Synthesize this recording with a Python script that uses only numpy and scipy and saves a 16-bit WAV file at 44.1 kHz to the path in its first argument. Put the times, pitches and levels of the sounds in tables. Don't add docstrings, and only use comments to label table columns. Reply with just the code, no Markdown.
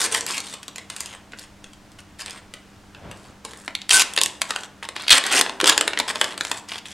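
import sys
import numpy as np
from scipy import signal
from scipy.fft import rfft, irfft
from scipy.io import wavfile

SR = 44100
rng = np.random.default_rng(int(sys.argv[2]) if len(sys.argv) > 2 else 0)


def unload_audio(sound):
    columns = np.transpose(np.atleast_2d(sound))
    steps = np.round(np.clip(columns, -1, 1) * 32767)
    wavfile.write(sys.argv[1], SR, steps.astype(np.int16))


N = 305613
TIME = np.arange(N) / SR
BODY_HZ, TREBLE_HZ = 1400, 5500


def undb(db):
    return 10 ** (np.asarray(db) / 20)


def unit(x):
    return x / np.sqrt(np.mean(x ** 2) + 1e-18)


def along(points, hz):
    f, value = np.transpose(points)
    return np.interp(np.log(hz + 1), np.log(f), value)


def over_time(points):
    return np.interp(TIME, *np.transpose(points))


def colour(x, points):
    hz = np.fft.rfftfreq(len(x), 1 / SR)
    return irfft(rfft(x) * undb(along(points, hz)), len(x))


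def causal(gain):
    cepstrum = irfft(np.log(gain + 1e-6))
    half = len(cepstrum) // 2
    cepstrum[1:half] *= 2
    cepstrum[half + 1:] = 0
    return irfft(np.exp(rfft(cepstrum)))[:half]


def add(track, s, sound):
    start = int(np.clip(s * SR, 0, N - 1))
    track[start:start + len(sound)] += sound[:N - start]


def ventilation(air_db=-51, side_db=-11, waver_rad=.25):
    # frequency in Hz, relative level in dB.
    air = [(25, -16), (45, -18.5), (80, -0.5), (130, -5), (210, -5), (310, -7), (450, -13), (700, -11.5),
           (1500, -15), (3500, -21.5), (7000, -25.5), (11000, -32), (16000, -39)]
    # frequency in Hz, rms level in dB.
    hum = [(59.5, -100), (99.7, -66.5), (199.4, -56.5), (300.5, -61)]
    mid, side = (unit(colour(rng.standard_normal(N), air)) * undb(air_db) for _ in range(2))
    for hz, db in hum:
        drift = np.interp(TIME, np.linspace(0, N / SR, 40), rng.standard_normal(size=40))
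        phase = 2 * np.pi * hz * TIME + waver_rad * drift
        mid = mid + np.sqrt(2) * undb(db) * np.sin(phase)
    side = undb(side_db) * side
    return np.array([mid + side, mid - side])


def rumble(corner_hz=110):
    # time in seconds, level in dB.
    swell = [(0, -72), (1, -64), (1.5, -54.5), (3.3, -58), (4, -65)]
    lowpass = signal.butter(4, corner_hz, fs=SR, output="sos")
    low = signal.sosfilt(lowpass, rng.standard_normal(N))
    return unit(low) * undb(over_time(swell))


def sheet_responses(size=1024, order=8):
    # frequency in Hz, gain in dB.
    radiation = [(120, -32), (260, -10), (450, -8), (680, -5.5), (1000, -5), (1250, -6), (1600, 0.5),
                 (2400, 8), (3300, 13.5), (4600, 9), (6000, 3.5), (8300, 5), (10500, 0.5), (13000, -10.5),
                 (16000, -29)]
    hz = np.fft.rfftfreq(size, 1 / SR)
    below_body, below_treble = (1 / (1 + (hz / edge) ** order) for edge in (BODY_HZ, TREBLE_HZ))
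    shares = below_body, below_treble - below_body, 1 - below_treble
    gain = undb(along(radiation, hz))
    return [causal(gain * np.sqrt(np.abs(share))) for share in shares]


def body_level(s, treble_db, body_per_treble=0.31):
    # time in seconds, body below 1.4 kHz in dB before the patch's share.
    slackness = [(0, -4.5), (0.5, -10), (1, -6.5), (1.3, -10), (3.68, -0.5), (3.75, -42), (3.97, -10.5),
                 (4.22, -12.5), (4.42, -3.5), (4.96, -4), (5.11, -24.5), (5.16, -6.5), (5.61, -4.5),
                 (5.69, -7.5), (5.81, -4.5), (6.52, -5), (6.93, -17)]
    return np.interp(s, *np.transpose(slackness)) - body_per_treble * treble_db


def radiate(forces, responses, seconds, db, body_db, treble_db):
    out = 0
    for force, response, part_db in zip(forces, responses, (body_db, 0, treble_db)):
        part = signal.fftconvolve(force, response)
        to_unit = np.sqrt(seconds * SR / np.sum(part ** 2))
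        out = out + part * undb(db + part_db) * to_unit
    return out


def facet(dice, t, low_hz=900, high_hz=9000):
    place, life, phase = dice.reshape(3, -1, 1)
    hz = low_hz * (high_hz / low_hz) ** place
    ring_s = .001 * (.5 + life)
    modes = np.sin(2 * np.pi * (hz * t + phase)) * np.exp(-t / ring_s)
    return unit(np.sum(modes, axis=0))


def strokes(responses, per_s=1300, thinning=.45, spread_db=3.0, edge=0.098, settle_s=0.0017,
            rub=0.36, fuller_db=3, count=12):
    # start in seconds, end in seconds,
    # level from 1.4 to 5.5 kHz in dB, treble above that in dB relative to it.
    hand_strokes = [(0, 0.066, -29, 5.5), (.111, 0.194, -33.5, 5.5), (0.272, 0.389, -33.5, 2),
                    (0.434, 0.552, -43, 0.5), (.9, 1.18, -48.5, -2.5), (1.366, 1.451, -49, 0.5),
                    (1.983, 2.006, -48, -1), (2.185, 2.226, -39.5, 2.5), (2.245, 2.397, -47, -2),
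                    (2.596, 2.916, -73, 0), (3.149, 3.32, -61.5, 2.5), (3.439, 3.725, -57, 5.5),
                    (3.905, 3.919, -12.5, -2.5), (3.918, 4.027, -19.5, 2.5), (4.466, 4.67, -45, 0.5),
                    (4.825, 4.857, -37, -7), (4.95, 5.085, -38, -10.5), (5.104, 5.132, -6.5, -6),
                    (5.126, 5.187, -19, -1.5), (5.246, 5.352, -29.5, -5.5), (5.314, 5.402, -21, 0.5),
                    (5.659, 5.737, -24.5, -7), (5.668, 5.694, -16.5, 1), (5.821, 6.053, -50.5, -12),
                    (6.078, 6.114, -28.5, -1.5), (6.116, 6.353, -42, -2.5), (6.376, 6.607, -46, 4.5),
                    (6.678, 6.798, -38.5, -4), (6.85, 6.933, -44.5, -1)]
    out, t, age = np.zeros(N), np.arange(SR // 120) / SR, np.arange(SR // 3) / SR
    for start, end, db, treble_db in hand_strokes:
        rate = per_s * undb(thinning * (db + 20.0))
        ticks = np.zeros((3, len(age)))
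        for _ in range(count):
            chance = rng.random(len(age))
            sizes = undb(spread_db * np.minimum(rng.exponential(size=len(age)), 4))
            burst = unit(rng.standard_normal(len(t)) * np.exp(-t / settle_s))
            grain = burst + facet(rng.random(size=9), t)
            tone = undb(4.1 * rng.standard_normal((3, 1)))
            hits = (chance < rate / count / SR) * sizes
            ticks += tone * signal.fftconvolve(hits, grain)[:len(age)]
        seconds = max(end - start, .01)
        from_edge = np.minimum(age, seconds - age) / (edge * seconds)
        grip = np.clip(from_edge * undb(thinning * (db + 45)), 0, 1)
        forces = [grip * (unit(row) + rub * rng.standard_normal(len(age))) for row in ticks]
        body_db = body_level((start + end) / 2, treble_db) + fuller_db
        add(out, start, radiate(forces, responses, seconds, db, body_db, treble_db))
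    return out


def flexing(per_s=300, edge_s=0.012):
    # start in seconds, end in seconds, level in dB.
    flexes = [(0, 0.2, -45.5), (5.327, 5.407, -34.5), (5.615, 5.662, -28), (5.823, 6.037, -56)]
    # frequency in Hz, gain in dB.
    panel = [(120, -27), (240, -8), (340, -1), (480, 1), (650, -10), (1100, -24), (3000, -60)]
    sizes = undb(4.5 * rng.standard_normal(N))
    pops = (rng.random(N) < per_s / SR) * rng.choice([-1, 1], N) * sizes
    flutter, out = colour(pops, panel), np.zeros(N)
    for start, end, db in flexes:
        part = flutter * np.clip(np.minimum(TIME - start, end - TIME) / edge_s, 0, 1)
        out += unit(part) * undb(db) * np.sqrt(abs(end - start) * SR / N)
    return out


def snaps(responses, travel_s=0.0032, body_s=0.0021, facet_s=0.002, crease_s=0.00046, ring=0.56,
          crack=1.9, treble_crack=3, creak_db=-22, span_s=0.0058):
    # time in seconds, level from 1.4 to 5.5 kHz in dB,
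    # treble above that in dB relative to it.
    buckles = [(.147, -18, -1.5), (0.209, -34.5, 10.5), (0.265, -32, 7.5), (.403, -34.5, 6),
               (.539, -33.5, 1), (.63, -38.5, 0.5), (.681, -33.5, -1.5), (.759, -36, 2), (.782, -33, -2.5),
               (0.9, -31.5, 1), (0.9636, -36.5, 6), (1.0059, -33.5, 9), (1.059, -39.5, 7),
               (1.3209, -43.5, -5), (1.334, -43.5, -56), (1.394, -47, 11), (1.642, -39.5, -2.5),
               (1.733, -46, -1.5), (1.918, -57, 7), (2.261, -37.5, 5.5), (2.281, -38, -9),
               (2.308, -45.5, 11.5), (2.538, -35, -2.5), (2.948, -42.5, -11), (3.1131, -38.5, -3),
               (3.4497, -33.5, 1.5), (3.534, -41.5, -2.5), (3.6786, -29, -11), (3.7517, -20, -8.5),
               (3.8171, -31.5, -9), (3.893, -19.5, -1), (3.996, -18, 4), (4.136, -34, 4), (4.164, -24, 0),
               (4.176, -13.5, -8.5), (4.187, -17.5, -6), (4.2146, -13, -1), (4.2344, -21.5, 8.5),
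               (4.26, -22, 2), (4.4171, -18.5, 0.5), (4.5063, -21, -3), (4.561, -23, -5),
               (4.8885, -29, -2.5), (4.9639, -28, -7.5), (5.022, -39.5, 3), (5.0811, -15, -9),
               (5.094, -15.5, -9), (5.18, -29, 8.5), (5.239, -22, -7), (5.265, -31, 9), (5.392, -20.5, 0.5),
               (5.411, -12.5, 0.5), (5.463, -27, -22), (5.495, -26, -9), (5.6017, -20, -10),
               (5.6118, -19, -3), (5.642, -15, -3.5), (5.658, -18.5, -2), (5.6953, -8.5, 0.5),
               (5.7781, -14, 1), (5.8107, -15.5, -0.5), (5.8778, -16.5, -4), (5.933, -25, -14),
               (5.974, -21.5, -15), (5.989, -24, 3.5), (5.9994, -16, -6), (6.082, -29, -10),
               (6.157, -24, -6.5), (6.2132, -12.5, -5), (6.2426, -23, -1), (6.3773, -29.5, -1),
               (6.409, -20, -6), (6.45, -27, -1.5), (6.5145, -19.5, -3), (6.718, -27.5, -15),
               (6.757, -32, -21), (6.856, -34, -12)]
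    lead = SR // 200
    out, t = np.zeros(N), np.arange(SR // 60) / SR
    for s, db, treble_db in buckles:
        since = np.maximum(t - travel_s * rng.random(), 0)
        rattle, modes = rng.standard_normal(len(t)), facet(rng.random(size=30), t)
        creak = undb(creak_db) * rng.standard_normal(lead) ** 3 * rng.random()
        forces = []
        for settle_s, first in (body_s, crack), (facet_s, crack), (crease_s, treble_crack):
            force = unit(rattle * np.exp(-since / settle_s)) + ring * modes
            force[0] += first * np.sign(rattle[0])
            forces.append(np.r_[creak, force])
        body_db = body_level(s, treble_db)
        add(out, s - lead / SR, radiate(forces, responses, span_s, db, body_db, treble_db))
    return out


def room_response(gap_s=0.0011, early_s=0.0079, early=1.75, lumpy=0.88, tilt_db=-1.67, size=2048):
    # frequency in Hz, time to fall by 60 dB in seconds.
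    reverberation = [(200, 0.98), (1000, 0.55), (4000, 0.36), (9000, 0.35), (15000, 0.074)]
    t = np.arange(SR // 2) / SR
    hz = np.fft.rfftfreq(len(t), 1 / SR)
    phases = rng.random((len(t) // size + 1, size // 2 + 1))
    scatter = irfft(np.exp(2j * np.pi * phases)).ravel()[:len(t)]
    echoes = rfft(scatter * np.exp(lumpy * rng.standard_normal(len(t))))
    centres = np.geomspace(125, 16000, 8)
    tail = 0
    for centre, pick in zip(centres, np.eye(len(centres))):
        band = irfft(echoes * along(np.c_[centres, pick], hz), len(t))
        decay = np.exp(-np.log(1000) * t / along(reverberation, centre))
        tail = tail + band * undb(tilt_db * np.log2(centre)) * decay
    tail = tail * (1 + early * np.exp(-t / early_s)) * np.clip(t / gap_s - .5, 0, 1)
    middle = rfft(tail)[(hz > BODY_HZ) & (hz < TREBLE_HZ)]
    return tail / np.sqrt(np.mean(np.abs(middle) ** 2))


def room(send, per_s=12, count=8):
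    place = TIME * per_s
    out = 0
    for k in range(count):
        share = np.clip(1 - np.abs((place - k) % count - count / 2), 0, 1)
        out = out + signal.oaconvolve(send * np.sqrt(share), room_response())[:N]
    return out


def sleeve():
    # time in seconds, level in dB before the flutter.
    passing = [(2.85, -66), (3.0, -51), (3.05, -39), (3.13, -41), (3.17, -48), (3.33, -52), (3.45, -70)]
    # frequency in Hz, relative level in dB.
    cloth = [(25, -21), (60, -6), (125, -3.5), (300, -9.5), (700, -12), (1500, -20), (3500, -29),
             (8000, -48), (14000, -77)]
    knots = rng.standard_normal(size=256)
    flutter_db = 1.2 * np.interp(TIME * 35, np.arange(len(knots)), knots)
    rubbing = unit(colour(rng.standard_normal(N), cloth))
    return rubbing * undb(over_time(passing) + flutter_db)


def puffs(hz=70, swell_s=0.012):
    # start in seconds, peak of the envelope in dB.
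    shoves = [(3.917, -48), (5.11, -38)]
    out, t = np.zeros(N), np.arange(SR // 10) / SR
    envelope = t / swell_s * np.exp(1 - t / swell_s)
    for s, db in shoves:
        add(out, s, undb(db) * np.sin(2 * np.pi * hz * t) * envelope)
    return out


def seal(start_s=3.9307, jerk_s=.0047, slowing=.07, count=7, ring_hz=8600, width_hz=2200, slip_s=0.00021,
         peak_db=-0.5, panel_hz=1530, panel_s=.018, panel_db=-23):
    out, t, late = np.zeros(N), np.arange(SR // 200) / SR, np.arange(SR // 10) / SR
    edges_hz = np.clip([ring_hz - width_hz / 2, ring_hz + width_hz / 2], 100, SR / 2 - 100)
    taut = signal.butter(2, edges_hz, "band", fs=SR, output="sos")
    s = start_s
    for k in range(count):
        jerk = signal.sosfilt(taut, rng.standard_normal(len(t)) * np.exp(-t / slip_s))
        add(out, s, jerk * undb(peak_db) / np.max(np.abs(jerk)))
        paper = np.sin(2 * np.pi * (panel_hz * late + rng.random())) * np.exp(-late / panel_s)
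        add(out, s, undb(panel_db) * paper)
        s += jerk_s * (1 + slowing * k)
    return out


def scene(off_axis=0.17, sleeve_side_db=-14, hiss_db=-72):
    # time in seconds, send to the room in dB.
    distance = [(0, -2), (1, -2), (2.3, -3), (3.4, 0), (3.7, -7.5), (4.3, -6.5), (5.2, -7), (6.9, -6)]
    # frequency in Hz, side level in dB.
    ports = [(200, -19), (500, -17), (1200, -24.5), (3000, -26), (5500, -13.5), (8000, -17.5),
             (10500, -10.5), (13000, 7.5)]
    responses = sheet_responses()
    direct = snaps(responses) + seal() + flexing() + strokes(responses)
    send = direct * undb(over_time(distance))
    mid = direct + room(send) + sleeve() + puffs()
    side_echoes = colour(signal.oaconvolve(direct, room_response())[:N], ports)
    side = side_echoes - off_axis * np.gradient(direct)
    side = side + undb(sleeve_side_db) * sleeve()
    balance = undb([[.15], [-.15]])
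    microphone_hiss = undb(hiss_db) * rng.standard_normal((2, N))
    packets = np.array([mid + side, mid - side]) * balance
    return packets + ventilation() + rumble() + microphone_hiss


def record(dry, ceiling=1.0, top_db=-1, right_top_db=-5, top_hz=16000):
    left, right = np.clip(dry, -ceiling, ceiling)
    dulled = [colour(left, [(9000, 0.0044), (13000, top_db)]),
              colour(right, [(9000, 0.027), (13000, right_top_db)])]
    lowpass = signal.ellip(8, .2, 70, top_hz, fs=SR, output="sos")
    return signal.sosfilt(lowpass, dulled)


dry = scene()
out = record(dry)
unload_audio(out)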